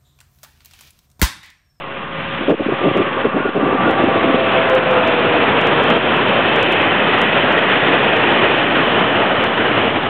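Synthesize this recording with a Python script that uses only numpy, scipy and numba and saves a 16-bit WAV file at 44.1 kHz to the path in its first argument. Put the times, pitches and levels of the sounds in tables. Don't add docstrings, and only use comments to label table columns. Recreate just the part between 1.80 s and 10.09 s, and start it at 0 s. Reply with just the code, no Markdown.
import sys
import numpy as np
from scipy import signal
from scipy.fft import rfft, irfft, next_fast_len
from scipy.io import wavfile
from scipy.ndimage import uniform_filter1d
from numba import njit

SR = 44100
rng = np.random.default_rng(int(sys.argv[2]) if len(sys.argv) > 2 else 0)


def store_pcm(level_fs):
    pcm = np.round(np.clip(level_fs, -1, 1) * 32767).astype(np.int16)
    wavfile.write(sys.argv[1], SR, np.atleast_2d(pcm).T)


def gain_from_db(level_db):
    decades = np.asarray(level_db, float) / 20
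    return 10 ** decades


N = 365588
PAD = next_fast_len(N)


@njit
def svf(x, hz, width):
    y, band, low = np.empty(len(x)), 0., 0.
    for i in range(len(x)):
        g, k = np.tan(np.pi * hz[i] / SR), width / hz[i]
        v = (band + g * (x[i] - low)) / (1 + g * (g + k))
        band, low, y[i] = 2 * v - band, low + 2 * g * v, k * v
    return y


def resonate(x, hz, width_hz):
    return svf(svf(x, hz, width_hz), hz, width_hz)


def unit(x):
    return x / np.sqrt(np.mean(x ** 2))


def sine(hz):
    return np.sqrt(2) * np.sin(2 * np.pi * np.cumsum(hz) / SR)


def curves(table):
    s, *columns = np.transpose(table)
    return [np.interp(np.arange(N) / SR, s, column) for column in columns]


def walk(rate):
    hold = int(SR / rate)
    steps = np.repeat(rng.standard_normal(N // hold + 1), hold)
    return unit(uniform_filter1d(uniform_filter1d(steps, hold), hold)[:N])


def bump(start, length):
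    i = np.arange(max(int(start * SR), 0), min(int((start + length) * SR), N))
    return i, np.sin(np.pi * (i / SR - start) / length)


# centre t/s, peak level/dB, pitch f/Hz, length t/s
GUSTS = [(0.616, -13, 345, 0.014), (0.641, -17, 287, .012), (0.709, -1.5, 332, 0.036),
         (0.806, -5.5, 328, 0.017), (0.891, -10, 307, 0.016), (1.012, -9, 399, 0.0099),
         (1.055, -8, 359, .045), (1.17, -7.5, 316, 0.013), (1.199, -9, 300, 0.022), (1.24, -18, 395, 0.01),
         (1.269, -15, 405, .014), (1.37, -16.5, 378, 0.01), (1.452, -6.5, 426, 0.018),
         (1.562, -9, 322, 0.036), (1.654, -9, 356, 0.014), (1.767, -6.5, 340, 0.035),
         (1.849, -10, 361, 0.049), (1.917, -13.5, 358, .031), (1.952, -10.4, 340, .014),
         (2.065, -10.5, 307, .022), (2.088, -12, 366, 0.019), (2.214, -10, 321.5, 0.073),
         (2.285, -9, 363, 0.016), (2.316, -9.5, 416, .012), (2.364, -12, 357, .034),
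         (2.443, -15, 344, .062), (2.57, -12.5, 427, 0.025), (2.684, -12.5, 395, 0.017)]
# centre t/s, peak level/dB
SLAPS = [(.59, -17), (.681, -7), (0.699, -9.5), (.741, -5), (.778, -18), (.824, -5.5), (0.864, -6),
         (.923, -3.5), (.935, -10.5), (1.084, -15), (1.114, -3), (1.154, -7), (1.218, -7), (1.469, -7),
         (1.604, -13), (1.691, -12.5), (1.813, -7), (2.114, -7.5), (2.238, -7), (2.26, -11), (2.475, -15),
         (2.497, -12), (2.545, -5), (2.611, -8)]


def wind(rough=.8, spread=2.35, sag=.93, wander=.33, flutter_db=2.5, rise=.7):
    slap_hz, slap_s = 324, 0.0052
    port_hz, port_width_hz = 360, 605
    eddies = signal.sosfilt(signal.butter(4, 700, fs=SR, output="sos"), rng.standard_normal(N))
    drift, flutter = walk(350), gain_from_db(flutter_db * walk(200))
    peak_at = .5 ** (1 / rise)
    out = np.zeros(N)
    for s, db, hz, length in GUSTS + [(s, db, slap_hz, slap_s) for s, db in SLAPS]:
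        i, _ = bump(s - peak_at * spread * length, spread * length)
        turns = np.cumsum(sag * hz * (1 + wander * drift[i])) / SR
        swing = np.cos(2 * np.pi * (turns - turns[int(len(i) * peak_at)]))
        swell = np.sin(np.pi * np.linspace(0, 1, len(i)) ** rise)
        out[i] += gain_from_db(db) * swell ** 2 * flutter[i] * (swing + rough * unit(eddies[i]))
    return gain_from_db(-3.0) * resonate(out, np.full(N, port_hz), port_width_hz)


# t/s, rail roar level/dB, wheel hiss level/dB re roar
ROLL = [(0, -31, -6.5), (.3, -30.5, -4.5), (.38, -29.5, -1), (.9, -27.5, -2), (1.2, -25, -3),
        (1.45, -23, -8.5), (1.9, -22, -7.5), (2.05, -17, -10.5), (2.3, -21, -3.5), (2.7, -20, -3),
        (3.3, -18, -3.5), (3.8, -17, -3.5), (4.5, -18, -3), (5.4, -18, -1.5), (6.5, -18, -1.5),
        (7.5, -18.5, -3.5), (8.05, -18.5, -3), (8.29, -23, -2.5)]
ROLL_HZ = [
    200,
    500,
    1200,
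    2700,
]
# f/Hz, density level/dB per Hz
ROLL_COLOUR = [(28, -47), (46, -20.5), (59, -21.5), (102, -6.5), (242, -1), (485, -1), (680, -3),
               (913, -5.5), (1830, -6.5), (2190, -9), (2460, -6.5), (3100, -9), (3500, -12.5), (4700, -12)]


def rolling(shared_db=0.37, flicker_db=2.1, joints_db=1.03, group_db=0.02):
    roar, hiss = curves(ROLL)
    wagons = np.clip((np.arange(N) / SR - 1.9) / 0.88, 0, 1)
    body = -2.5 + 0.73 * group_db * walk(6.5)
    drone = -5.5 + 5 * wagons + 1.2 * group_db * walk(7)
    rail = .8 * group_db * walk(11)
    hiss = hiss + .6 * group_db * walk(11)
    hz = np.maximum(np.fft.rfftfreq(PAD, 1 / SR), 1)
    colour_hz, colour_db = np.transpose(ROLL_COLOUR)
    colour = gain_from_db(np.interp(np.log(hz), np.log(colour_hz), colour_db, right=-90))
    noise = rfft(rng.standard_normal(PAD)) * colour
    noise /= np.std(irfft(noise * (hz > 750) * (hz < 1900), PAD))
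    throb = shared_db * walk(9) + joints_db * walk(70)
    out = 0
    for centre in 25 * 2 ** (np.arange(24) / 3):
        third_octave = np.clip(1 - np.abs(3 * np.log2(hz / centre)), 0, 1)
        share = [np.interp(np.log(centre), np.log(ROLL_HZ), row) for row in np.eye(4)]
        tilt_db = share[0] * body + share[1] * drone + share[2] * rail + share[3] * hiss
        out = out + irfft(noise * third_octave, PAD)[:N] * gain_from_db(tilt_db + 0.44 * flicker_db * walk(8))
    return out * gain_from_db(roar + throb)


# centre t/s, length t/s, f/Hz, width f/Hz,
# level/dB
SINGS = [(1.2, .35, 1115, 60, -30), (1.55, .25, 1140, 45, -30), (2.25, .7, 1157, 40, -27.5),
         (1.66, .14, 1432, 20, -29), (2.075, .06, 1432, 40, -22), (2.2, .65, 783, 20, -28),
         (2.1, .25, 700, 40, -30), (2.7, .75, 662, 14, -23), (2.72, .25, 765, 20, -29),
         (3.35, .45, 650, 25, -26), (6.1, 2.2, 1880, 170, -27), (4.8, 1.6, 3080, 200, -29),
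         (5.2, 2.8, 2580, 160, -29), (7.3, 1.4, 3000, 250, -28), (.45, .3, 165, 60, -32),
         (.4, .4, 70, 50, -43), (2.47, .06, 285, 50, -17), (1.85, .15, 330, 200, -22)]


def wheels(sink=.02, clean=.45):
    out = np.zeros(N)
    for s, length, hz, width, db in SINGS:
        i, swell = bump(s - length, 2 * length)
        glide = hz * (1 - sink * (i / SR - s))
        ring = resonate(rng.standard_normal(len(i)), glide, 1.1 * width)
        tone = (width <= 30) * clean * sine(glide)
        out[i] += gain_from_db(db) * np.abs(swell) ** 1.5 * unit(tone + (1 - clean) * unit(ring))
    return out


def whine(hz, db, width_hz, clean):
    halo = unit(resonate(rng.standard_normal(N), hz, width_hz))
    return gain_from_db(db) * (clean * sine(hz) + (1 - clean) * halo)


# t/s, tooth rate f/Hz, level/dB
GEAR = [
    (0, 545, -36.5),
    (1.1, 543, -28),
    (2.35, 533, -29),
    (2.55, 529, -20.5),
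    (3.16, 511, -16.5),
    (3.32, 492, -23),
    (3.65, 479, -19.5),
    (4.2, 466, -23),
    (4.55, 463, -37),
]
# t/s, blade rate f/Hz, level/dB
BLOWER = [
    (0, 1206, -37.5),
    (.8, 1197, -34),
    (1.1, 1185, -27),
    (1.6, 1174, -31.5),
    (1.9, 1173, -23),
    (2.2, 1157, -30),
    (2.7, 1154, -31.5),
    (3, 1118, -43),
]


def locomotive():
    t = np.arange(N) / SR
    hz, db = curves(GEAR)
    db = db + 5 * np.clip(t - 2, 0, 1) * np.cos(2 * np.pi * 5 * (t - 2.96))
    second_db = -34 + .65 * (db + 28.5) - 12 * np.clip(t - 3.8, 0, 1)
    fifth_db = -31.5 - 15.5 * (1 - np.exp(-((t - 2.6) / 1.5) ** 2))
    hz = hz * (1 + 0.0034 * walk(30))
    gear = whine(hz, db, width_hz=24., clean=.62)
    gear = gear + whine(2 * hz, second_db, width_hz=40., clean=.42)
    gear = gear + whine(5 * hz, fifth_db, width_hz=60., clean=.3)
    blower = whine(*curves(BLOWER), width_hz=45., clean=.5)
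    return gear * (t < GEAR[-1][0]) + blower * (t < BLOWER[-1][0])


def scene():
    return (wind() + rolling() + wheels() + locomotive())[None]


# t/s, depth level/dB
DIPS = [(0.719, 8), (.82, 1.5), (1.08, 1), (1.7, 7), (2.13, 1.5), (2.56, 1.5), (2.79, 0.5), (2.99, 3.5),
        (4.17, 4.5), (5.06, 1.5), (5.3, 0.5), (6.08, 1), (6.35, 1), (6.8, 2), (7.07, 1), (7.68, 2.5)]


def gain_ride(fall_s=.01, recover_s=.081):
    db = np.zeros(N)
    for s, depth_db in DIPS:
        i, _ = bump(s, 3 * recover_s)
        after = np.maximum(i / SR - s, 0)
        db[i] -= depth_db * (1 - np.exp(-after / fall_s)) * np.exp(-(after / recover_s) ** 2)
    return gain_from_db(db)


# t/s, peak level/dB
TICKS = [(.697, -39.5), (0.7093, -42.5), (1.1743, -34), (2.1122, -34.5), (2.2385, -40.5), (2.899, -28.5),
         (2.9516, -30.5), (2.9529, -35.5), (3.1123, -35), (3.135, -40.5), (3.2767, -29.5), (3.8138, -31),
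         (3.872, -27.5), (4.036, -33), (4.1029, -27.5), (4.1629, -40), (4.3679, -39), (4.4873, -42.5),
         (4.762, -30), (4.8296, -24), (4.9238, -29), (5.0199, -37.5), (5.3858, -34.6), (5.417, -24),
         (5.725, -33.5), (5.7844, -36), (6.2366, -41.5), (6.3672, -33), (6.5, -44), (7.6411, -28.5)]
# t/s, peak level/dB
GRAZES = [(.7056, -46), (.715, -46), (.8088, -55), (1.45, -51), (1.655, -56), (1.7629, -50), (2.062, -49),
          (2.097, -56), (2.31, -56), (2.378, -51), (2.9155, -52), (3.0941, -56), (3.1193, -49), (3.28, -51),
          (3.564, -48), (3.94, -56), (4.0265, -51), (4.0541, -46), (4.0747, -46.7), (4.3719, -51),
          (4.7668, -50), (4.8125, -50), (4.9312, -48.4), (5.4122, -50), (5.7079, -56), (6.5127, -52),
          (6.773, -45), (7.2024, -44.5), (7.313, -54), (7.6766, -53)]


def ticks():
    out, n = np.zeros(N), np.arange(-12, 13)
    for s, db in TICKS:
        half_width = 1.8 + 1.4 * rng.random()
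        out[int(s * SR) + n] -= gain_from_db(db + 8) * np.clip(1 - (n / half_width) ** 2, 0, 1)
    for s, db in GRAZES:
        out[int(s * SR) + n] -= gain_from_db(db + 17.5) * np.exp(-(n / 3.3) ** 2)
    return out


def band_limit(x):
    return signal.sosfilt(signal.butter(12, 15850, fs=SR, output="sos"), x)


# f/Hz, level/dB
TOP = [
    (3000, 0.5),
    (3500, 0),
    (3900, -12.5),
    (4150, -20),
    (4400, -33.5),
    (4550, -44.5),
    (4700, -63.5),
    (4900, -82.5),
]


def record(dry):
    ceiling, knee = 0.91, .6
    x = signal.sosfilt(signal.butter(3, 45, "high", fs=SR, output="sos"), dry * gain_ride())
    x = np.clip(ceiling * np.tanh(x / ceiling), -.64, .68)
    grain = gain_from_db(-20.5) * uniform_filter1d(np.abs(x), size=90) + gain_from_db(-44)
    x = x + rng.standard_normal(N) * grain
    x = signal.sosfilt(signal.butter(2, 34, "high", fs=SR, output="sos"), x)
    edge_filter = signal.butter(6, 3700, "high", fs=SR, output="sos")
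    edge = signal.sosfilt(edge_filter, x)
    edge = signal.sosfilt(edge_filter, edge[..., ::-1])[..., ::-1]
    x = x + (gain_from_db(2.2 * walk(260) - 0.9) - 1) * edge
    top = gain_from_db(np.interp(np.fft.rfftfreq(PAD, 1 / SR), *np.transpose(TOP)))
    x = irfft(rfft(x, PAD) * top, PAD)[..., :N]
    squeeze = np.sign(x) * np.maximum(np.abs(x) - knee, 0) ** 2
    x = x - 1.2 * signal.sosfiltfilt(signal.butter(10, 4600, fs=SR, output="sos"), squeeze)
    return band_limit(x + ticks() - .0099)


dry = scene()
out = record(dry)
store_pcm(out)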